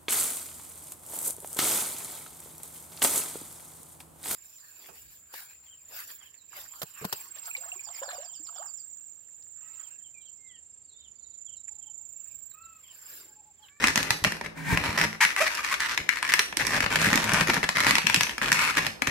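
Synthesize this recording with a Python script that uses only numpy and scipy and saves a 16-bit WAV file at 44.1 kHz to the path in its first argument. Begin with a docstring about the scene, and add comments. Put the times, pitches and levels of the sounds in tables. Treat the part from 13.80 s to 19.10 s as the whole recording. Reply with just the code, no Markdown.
"""A small, bare-walled room: long latex balloons are twisted by hand close to a stereo microphone.
Taut latex sticks and slips: single slips snap, runs of slips creak, regular fast ones squeak.
Every slip is a pulse that rings the balloon skin; low thumps, from handling or with snaps, ring the
air in the tubes. One hand slides along a tube as filtered noise; a noise tail is the room, over a
faint steady hush."""
import sys
import numpy as np
from scipy import signal
from scipy.fft import rfft, irfft, next_fast_len
from scipy.io import wavfile

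SR = 44100
rng = np.random.default_rng(int(sys.argv[2]) if len(sys.argv) > 2 else 0)


def bounce(signal):
    """Save signal as a 16-bit WAV file at the path given by the first command-line argument."""
    frames = np.transpose(np.atleast_2d(signal))
    limited = np.clip(frames, -1, 1)
    pcm = np.round(limited * 32767).astype(np.int16)
    wavfile.write(sys.argv[1], SR, pcm)


N = 233818  # length in samples

# single hard slips: (time [s], level [dB], treble [dB])
SNAPS = [(0.0406, -11.5, -4), (0.0713, -19, 9), (0.0829, -18, 4.5), (0.158, -17, 6.5), (0.176, -16.5, 3),
         (0.2293, -24, 4), (0.3058, -13.5, 7), (0.4404, -20, 5), (0.4474, -12.5, 1), (0.5214, -24.5, 2),
         (0.612, -27, -6), (0.9742, -16.5, -3.5), (1.2139, -16, -2), (1.4503, -13.5, -5.5),
         (1.5637, -21, -2), (1.7506, -29.5, 14), (1.847, -25.5, 2), (2.0037, -22, 4), (2.1763, -17.5, -2),
         (2.2913, -12.5, -2.5), (2.4281, -20, -2), (2.4989, -23, 0), (2.5379, -11, 3), (2.5931, -11.5, 3.5),
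         (2.7263, -28.5, -8), (2.7705, -18.5, 10.5), (2.868, -23, 30), (2.965, -25, 0), (3.0051, -17, -1.5),
         (3.0624, -19, -8), (3.2157, -21.5, 4), (3.3305, -14.5, 0), (3.3398, -17.5, -7), (3.357, -19, 14),
         (3.3756, -17.5, 2), (3.442, -23.5, 9), (3.5355, -20, 10.5), (3.609, -15.5, -1), (3.7, -16, -4),
         (3.7424, -21.5, 3), (3.7676, -21, -10), (3.83, -19.5, -7), (3.8905, -16.5, 1), (3.97, -20, 0),
         (4.0041, -17, 2), (4.067, -14.5, 0), (4.086, -23, 7), (4.109, -12.5, 0.5), (4.154, -14, 3),
         (4.183, -15, 0.5), (4.269, -13, 0.5), (4.2985, -16.5, 3), (4.3443, -11.5, 6.5), (4.3614, -18, 3),
         (4.409, -14.5, 3.5), (4.4332, -19.5, 7), (4.4944, -26.5, -3), (4.5812, -25, 0.5),
         (4.616, -20.5, -16), (4.7184, -12, 3), (4.7277, -15, 8), (4.792, -18.5, -3), (4.9706, -17, -3),
         (5.0664, -19.5, 0.5), (5.2208, -17.5, -1), (5.272, -18.5, 1.5)]
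# rubbing strokes: (start [s], end [s], mean slip rate [1/s], level [dB])
RUBS = [(0, 0.105, 356, -28.5), (0.159, 0.212, 464, -30), (0.224, 0.354, 202, -37.5),
        (0.451, 0.48, 490, -31.5), (0.499, 0.571, 160, -45), (0.639, 0.677, 260, -37),
        (0.918, 1.176, 472, -33), (1.039, 1.063, 300, -29), (1.176, 1.254, 457, -24),
        (1.329, 1.354, 160, -37.5), (1.491, 1.528, 108, -33.5), (1.658, 1.682, 680, -24),
        (1.701, 1.811, 385, -34), (1.831, 1.909, 370, -32), (1.926, 1.949, 276, -26.5),
        (1.998, 2.072, 560, -28), (2.085, 2.152, 386, -31), (2.191, 2.21, 330, -39),
        (2.327, 2.39, 103, -33), (2.437, 2.47, 192, -30), (2.477, 2.533, 153, -27.5),
        (2.54, 2.623, 156, -36), (2.791, 2.824, 800, -25.5), (2.825, 2.93, 240, -30.5),
        (2.921, 2.988, 366, -26), (3.024, 3.043, 300, -24.5), (3.104, 3.178, 370, -25),
        (3.188, 3.288, 345, -23.5), (3.296, 3.456, 243, -29), (3.459, 3.635, 290, -25.5),
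        (3.669, 3.712, 275, -24.5), (3.714, 3.79, 304, -29.5), (3.835, 3.845, 410, -23),
        (3.952, 4.072, 340, -26), (4.068, 4.101, 410, -21.5), (4.111, 4.188, 420, -30.5),
        (4.208, 4.541, 203, -36.5), (4.615, 4.704, 190, -28.5), (4.743, 4.912, 570, -25.5),
        (4.942, 4.967, 224, -32.5), (4.973, 4.994, 406, -21.5), (5.004, 5.086, 253, -34),
        (5.268, 5.299, 326, -30.5)]
RUB_TREBLE_DB = 0


def undb(db):
    """Decibels to gain."""
    return 10 ** (np.asarray(db) / 20)


def unit(x):
    """Scale to an energy of one per channel, averaged over the channels."""
    return x / np.sqrt(np.mean(np.sum(x ** 2, axis=-1)) + 1e-18)


def seconds(length):
    """Time axis of the given length in seconds."""
    return np.arange(int(length * SR)) / SR


def add(out, start, x):
    """Mix x into out from the given time on."""
    i = max(int(start * SR), 0)
    out[:, i:i + x.shape[-1]] += x[..., :max(N - i, 0)]


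def convolve(a, b):
    """Convolution along time, channel by channel."""
    return signal.fftconvolve(np.atleast_2d(a), np.atleast_2d(b), axes=-1)


def butter(order, hz, kind="low"):
    """Butterworth filter sections."""
    return signal.butter(order, hz, kind, fs=SR, output="sos")


def spectrum_db(points, f):
    """Join (frequency [Hz], level [dB]) points on a log-frequency axis."""
    hz, db = np.transpose(points)
    return np.interp(np.log(f + 1), np.log(hz), db)


def colour(x, points):
    """Filter a long sound by (frequency [Hz], level [dB]) points."""
    size = next_fast_len(N)
    gain = undb(spectrum_db(points, np.fft.rfftfreq(size, 1 / SR)))
    return irfft(rfft(x, size) * gain, size)[..., :N]


def still_room():
    """The faint steady hush of the still room: shaped noise, independent at each ear."""
    # spectrum of the hush: (frequency [Hz], relative level [dB])
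    hush_points = [(25, -13), (62, 16), (130, -15), (300, 10), (1500, 1), (6000, -30), (15000, -29)]
    hush = colour(rng.standard_normal((2, N)), hush_points)
    return undb(-50) * np.sqrt(N) * unit(hush)


def room(x, wet_db, t60_low=0.33, t60_high=0.39, build_s=0.0034):
    """Close walls: a dense tail, different at each ear; its treble starts lower and dies a little later."""
    t = seconds(.6)
    noise = rng.standard_normal((2, len(t)))
    low = signal.sosfilt(butter(2, 4000), noise)
    high = signal.sosfilt(butter(2, 4000, "high"), noise[::-1])  # ears swapped
    tail = low * undb(-60 * t / t60_low) + high * undb(-60 * t / t60_high - 1.0)
    build_up = 1 - np.exp(-(t / build_s) ** 2)
    return undb(wet_db) * convolve(x, unit(tail * build_up))[:, :N]


def grip(at):
    """Hollow body [dB] and ring of the contact patch [Hz] at a moment."""
    # the hold on the balloon; pinched hard for the twist it loses its hollow ring,
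    # and the wound-up neck rings higher: (time [s], hollow body [dB], patch ring [Hz])
    hold = [(0, 0.5, 2010), (0.6, 9, 1900), (1.15, 3, 2100), (1.33, -1, 2030), (1.45, -9.5, 2160),
            (1.7, -16.5, 2180), (2.17, -13.5, 1900), (2.2, 10, 2130), (2.29, -20, 2200), (2.58, -9.5, 2030),
            (2.73, 1, 2200), (3.3, 2, 1880), (3.83, 1.5, 1900), (3.99, -4.5, 1970), (4.08, 1, 2000),
            (4.2, -2.5, 3080), (4.45, -2.5, 3560), (4.64, 2, 1900), (4.82, -6.5, 1770), (5.02, 1.5, 1900),
            (5.3, 4.5, 2320)]
    times, body_db, patch_hz = np.transpose(hold)
    return np.interp(at, times, body_db), np.interp(at, times, patch_hz)


def modes(table, spread=0.026):
    """Impulse response of (frequency [Hz], width [Hz], level [dB]) resonances, each randomly detuned."""
    t = seconds(.2)
    total = 0
    for k, (hz, width, db) in enumerate(table):
        tuned_hz = hz * (1 + spread * rng.standard_normal())
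        ring = np.sin(2 * np.pi * tuned_hz * t) * np.exp(-np.pi * width * t)
        total = total + (-1) ** k * undb(db) * unit(ring)  # neighbours in opposite polarity
    return unit(total)


def slips(length, first_hz, last_hz, scatter, size_db):
    """Stick-slip pulses at scattered intervals; each is sized by the interval before its latest one."""
    count = max(int(length * SR), 64)
    chance = np.random.default_rng(rng.integers(2 ** 31)).standard_normal((2, 600))
    wait = np.exp(scatter * chance[0] - scatter ** 2 / 2)  # in cycles, mean one
    cycles = np.cumsum(np.linspace(first_hz, last_hz, count)) / SR
    at = np.searchsorted(cycles, np.cumsum(wait) - wait[0])
    sizes = np.sqrt(np.roll(wait, 1)) * undb(size_db * np.clip(chance[1], -2, 2))
    return np.bincount(at, sizes, count + 1)[:count]


def slide():
    """A hand gliding along one tube: friction noise, partly shared by the ears, bows its resonances."""
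    # loudness of the slide, silent outside these times: (time [s], level [dB])
    slide_level = [(.75, -58), (.775, -37.5), (.835, -39.5), (.865, -32.5), (.92, -23), (.95, -25.5),
                   (.98, -65)]
    # what the hand sets ringing: (frequency [Hz], width [Hz], level [dB])
    slide_modes = [(163, 6.4, -0.5), (276, 9.8, -8), (944, 83, -6.5), (1600, 67, -5), (1830, 33, -4.5),
                   (2200, 180, -3.5), (5600, 12000, -8.5)]
    t = np.arange(N) / SR
    friction = rng.standard_normal(N) + 1.1 * rng.standard_normal((2, N))
    bowed = convolve(friction, modes(slide_modes, spread=0.0048))[:, :N]
    level = undb(np.interp(t, *np.transpose(slide_level)))
    sliding = (t > slide_level[0][0]) * (t < slide_level[-1][0])
    return bowed / bowed.std() * level * sliding


def kneading(push_db=1, push_s=0.0043, ring_db=-3, drag_db=-10, body_share=1.0):
    """Low thumps, from handling or with snaps, push and ring the tubes' air; a loose dragging grip stirs it."""
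    # low thumps of the air in the tubes, some from handling, some together with snaps:
    # (time [s], pitch [Hz], level before the push and ring gains [dB])
    air_thumps = [(0.037, 280, -30), (0.172, 248, -30), (0.422, 95.5, -32.5), (0.463, 175, -24),
                  (0.926, 112, -17.5), (0.94, 58, -26), (1.007, 90.5, -30), (1.088, 96, -26.5),
                  (2.204, 90, -40.5), (3.035, 101, -26), (3.271, 196, -20.5), (3.327, 216, -19.5),
                  (3.353, 260, -23), (3.531, 175, -22.5), (3.613, 161, -23), (3.688, 350, -23),
                  (3.772, 172, -28.5), (4.067, 266, -32), (4.131, 267, -31.5), (4.244, 191, -30),
                  (4.371, 161, -26.5), (5.28, 107, -28.5)]
    # air columns in the tubes, before detuning: (frequency [Hz], width [Hz], level [dB])
    air_columns = [(51, 220, 0.5), (103, 13.5, -1), (161, 4.7, -2.5), (212, 5.7, -4), (275.4, 28, -0.5),
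                   (351.4, 17, -7.5), (426, 59, -4)]
    # one more thump goes with each single snap; spread in log pitch
    recoil_db, recoil_hz, recoil_spread = -17, 227.5, 0.275
    out = np.zeros((2, N))
    t = seconds(.2)
    recoils = []
    for start, db, _ in SNAPS:
        hz = recoil_hz * np.exp(recoil_spread * rng.standard_normal())
        recoils.append((start, hz, db + recoil_db + min(grip(start)[0], 2)))
    for start, hz, db in air_thumps + recoils:
        push = np.sin(2 * np.pi * hz * t) * t / push_s * np.exp(1 - t / push_s)
        air = modes(air_columns)
        thump = undb(push_db) * push + undb(ring_db) * air / np.abs(air).max()
        add(out, start, undb(db) * thump)
    for start, end, rate, db in RUBS:
        body_db, _ = grip((start + end) / 2)
        drive = slips(end - start, rate, rate, scatter=.8, size_db=0.5)
        stirred = unit(convolve(drive, modes(air_columns)))
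        level_db = db + drag_db + body_share * min(body_db, 6)
        add(out, start, undb(level_db) * np.sqrt(len(drive)) * stirred)
    return out


def skin(treble_db, body_db, treble_hz=3300, body_hz=780, size=1024):
    """Causal response of the latex: a tight grip is bright, a loose one lets the hollow body speak."""
    # what the skin radiates before the grip's changes: (frequency [Hz], level [dB])
    skin_points = [(60, -40), (200, -13), (400, -9), (700, -4.5), (1000, 3.5), (1350, 1.5), (1850, 2.5),
                   (2500, 5), (3100, -2.5), (3900, -3.5), (5800, -6), (8500, -14.5), (12000, -13.5),
                   (15000, -31)]
    f = np.fft.rfftfreq(size, 1 / SR)
    treble = treble_db * (1 - 1 / (1 + (f / treble_hz) ** 6))
    body = body_db / (1 + (f / body_hz) ** 8)
    # fold the cepstrum to get minimum phase
    cepstrum = irfft(np.log(undb(spectrum_db(skin_points, f) + treble + body)))
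    cepstrum[1:size // 2] *= 2
    cepstrum[size // 2 + 1:] = 0
    return irfft(np.exp(rfft(cepstrum)))


def contact(patch_hz, patch_db, kick_db, scatter_s, patch_s=0.0017, tube_db=-10):
    """One slip at two ears: a kick, the patch's ring, waves running round the skin, the tube's rings."""
    # lasting rings of the inflated tubes, before detuning:
    # (frequency [Hz], 60 dB decay [s], level before tube_db [dB])
    tube_rings = [(562, 0.07, -33.5), (895, 0.014, -32), (1774, 0.022, -23.5), (2287, 0.089, -39.5)]
    t = seconds(.05)
    patch = unit(np.sin(2 * np.pi * patch_hz * t) * np.exp(-t / patch_s))
    # mostly separate at the two ears
    waves = rng.standard_normal((2, len(t))) + 0.057 * rng.standard_normal(len(t))
    scatter = unit(waves * np.exp(-t / scatter_s))
    tube = 0
    for hz, t60, db in tube_rings:
        tuned_hz = hz * (1 + 0.039 * rng.standard_normal())
        tube = tube + undb(db) * np.cos(2 * np.pi * tuned_hz * t) * undb(-60 * t / t60)
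    return undb(kick_db) * (t == 0) + undb(patch_db) * patch + scatter + undb(tube_db) * tube


def wander(drive, patch_hz, patch_db, kick_db, scatter_s, spread=0.13, count=3):
    """The slips wander between a few places on the skin, each with its own ring."""
    place = rng.integers(0, count, len(drive))
    patches_hz = patch_hz * np.exp(spread * rng.standard_normal(count))
    return sum(convolve(drive * (place == k), contact(hz, patch_db, kick_db, scatter_s))
               for k, hz in enumerate(patches_hz))


def squeaks(onset_s=0.0028, rasp_db=5):
    """Slips lock into a gliding or steady pitch: clean low overtones under a rasp."""
    # regular slipping; the row at 1.619 s stands for the tube ringing on after a squeak:
    # (start [s], end [s], first pitch [Hz], last pitch [Hz], period scatter [share],
    #  level [dB], treble [dB], hollow body [dB])
    squeak_rows = [(1.404, 1.444, 931.5, 849, 0.14, -17.5, 6, -15.5),
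                   (1.572, 1.597, 376.6, 399.5, 0.024, -25.5, 7, -8),
                   (1.602, 1.624, 522.7, 678, 0.019, -20.5, 7.5, 10),
                   (1.619, 1.65, 643, 632, 0.024, -27.5, 9, 7),
                   (1.786, 1.796, 1175, 1110, 0.06, -28.5, 0, 8),
                   (1.91, 1.934, 1059, 1105, 0.1, -26, 10, 4)]
    out = np.zeros((2, N))
    for start, end, first_hz, last_hz, scatter, db, treble_db, body_db in squeak_rows:
        drive = slips(end - start, first_hz, last_hz, scatter, size_db=-1.5)
        drive = drive * (1 - np.exp(-np.arange(len(drive)) / SR / onset_s))  # soft onset
        rasp = wander(drive, patch_hz=1900, patch_db=-6.5, kick_db=-6.5, scatter_s=0.0021, count=4)
        padded = np.pad(drive - drive.mean(), (0, rasp.shape[1] - len(drive)))
        tone = signal.sosfilt(butter(3, 2400), padded)
        sound = convolve(unit(tone) + undb(rasp_db) * unit(rasp), skin(treble_db, body_db))
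        add(out, start, undb(db) * np.sqrt(len(drive)) * unit(sound))
    return out


def pressure(count, swell_db=2, judder_db=0.97, judder_s=0.016):
    """Force of the hand through one stroke: it swells and eases, and judders on the way."""
    t = np.arange(count) / SR
    judder = np.interp(t / judder_s, np.arange(64), rng.standard_normal(64))
    return undb(swell_db * np.sin(np.pi * t / t[-1]) + judder_db * judder)


def rubs():
    """Latex drags over latex and fingers in uneven slips, the pressure swelling within each stroke."""
    ring_share = 0.889  # a dragging patch is wider than a snapping one and rings lower
    out = np.zeros((2, N))
    for start, end, rate, db in RUBS:
        body_db, hz = grip((start + end) / 2)
        drive = slips(end - start, rate, rate, scatter=.45, size_db=3.2)
        pressed = drive * pressure(len(drive))
        creak = wander(pressed, ring_share * hz, patch_db=-12.0, kick_db=-11.5, scatter_s=0.0023)
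        sound = convolve(creak, skin(RUB_TREBLE_DB, body_db))
        add(out, start, undb(db) * np.sqrt(len(drive)) * unit(sound))
    return out


def catches(per_s=8, over_rub_db=1.5, scatter_db=2.5):
    """Now and then a stroke catches and lets go with a small snap: (time [s], level [dB], treble [dB])."""
    rows = []
    for start, end, _, db in RUBS:
        waits = rng.gamma(2, .5, 8) / per_s
        sizes = rng.standard_normal(8)
        for at, size in zip(start + np.cumsum(waits), sizes):
            if at < end:
                rows.append((at, db + over_rub_db + scatter_db * size, RUB_TREBLE_DB))
    return rows


def snaps(rows, before_db=-16, before_s=0.0016, after_db=-12, after_s=0.008, lasts_s=0.0043):
    """The contact's edge gives way first, then the twist lets go at once, and a few tiny slips follow."""
    # harder snaps are thinner: dB of body lost per dB over the usual level
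    snap_body_db, thinning, usual_db = -3, 0.42, -17
    out = np.zeros((2, N))
    t = seconds(.008)
    for start, db, treble_db in rows:
        hollow_db, hz = grip(start)
        body_db = hollow_db + snap_body_db - thinning * (db - usual_db)
        before, after = rng.standard_normal((2, len(t))) ** 3  # cubed: sparse, spiky slips
        creep = undb(before_db) * unit(before * np.exp(-t / before_s))[::-1]  # grows to the release
        release = (t == 0) + undb(after_db) * unit(after * np.exp(-t / after_s))
        slip = contact(hz, patch_db=-17.0, kick_db=-12, scatter_s=0.0019)
        ring = convolve(slip, skin(treble_db, body_db))
        sound = unit(convolve(np.concatenate([creep, release]), ring))
        add(out, start - t[-1], undb(db) * np.sqrt(lasts_s * SR) * sound)
    return out


def scene():
    """Latex and air, each with its share of the room, over a faint steady background."""
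    quiet = still_room()
    air = kneading() + slide()
    latex = rubs() + squeaks() + snaps(SNAPS + catches())
    return latex + room(latex, wet_db=-5.5) + air + room(air, wet_db=-11.5) + quiet


def record(dry):
    """Each microphone port has its own colour; loud peaks are rounded, deepest bass and top are cut."""
    # left minus right: (frequency [Hz], level difference [dB])
    ear_points = [(150, 0), (320, -1), (600, -5.5), (800, 2.5), (1200, 1.5), (2300, 4.5), (3300, 4.5),
                  (5000, -3.5), (8700, -11), (11500, 2.5), (15000, 2)]
    top_hz = 15600
    ears = np.array([colour(x, [(hz, side * db / 2) for hz, db in ear_points])
                     for x, side in zip(dry, (1, -1))])
    rounded = 1.15 * np.tanh(ears / 1.15)
    no_rumble = signal.sosfilt(butter(2, 38, "high"), rounded)
    return signal.sosfilt(signal.ellip(8, .2, 70, top_hz, fs=SR, output="sos"), no_rumble)


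dry = scene()
out = record(dry)
bounce(out)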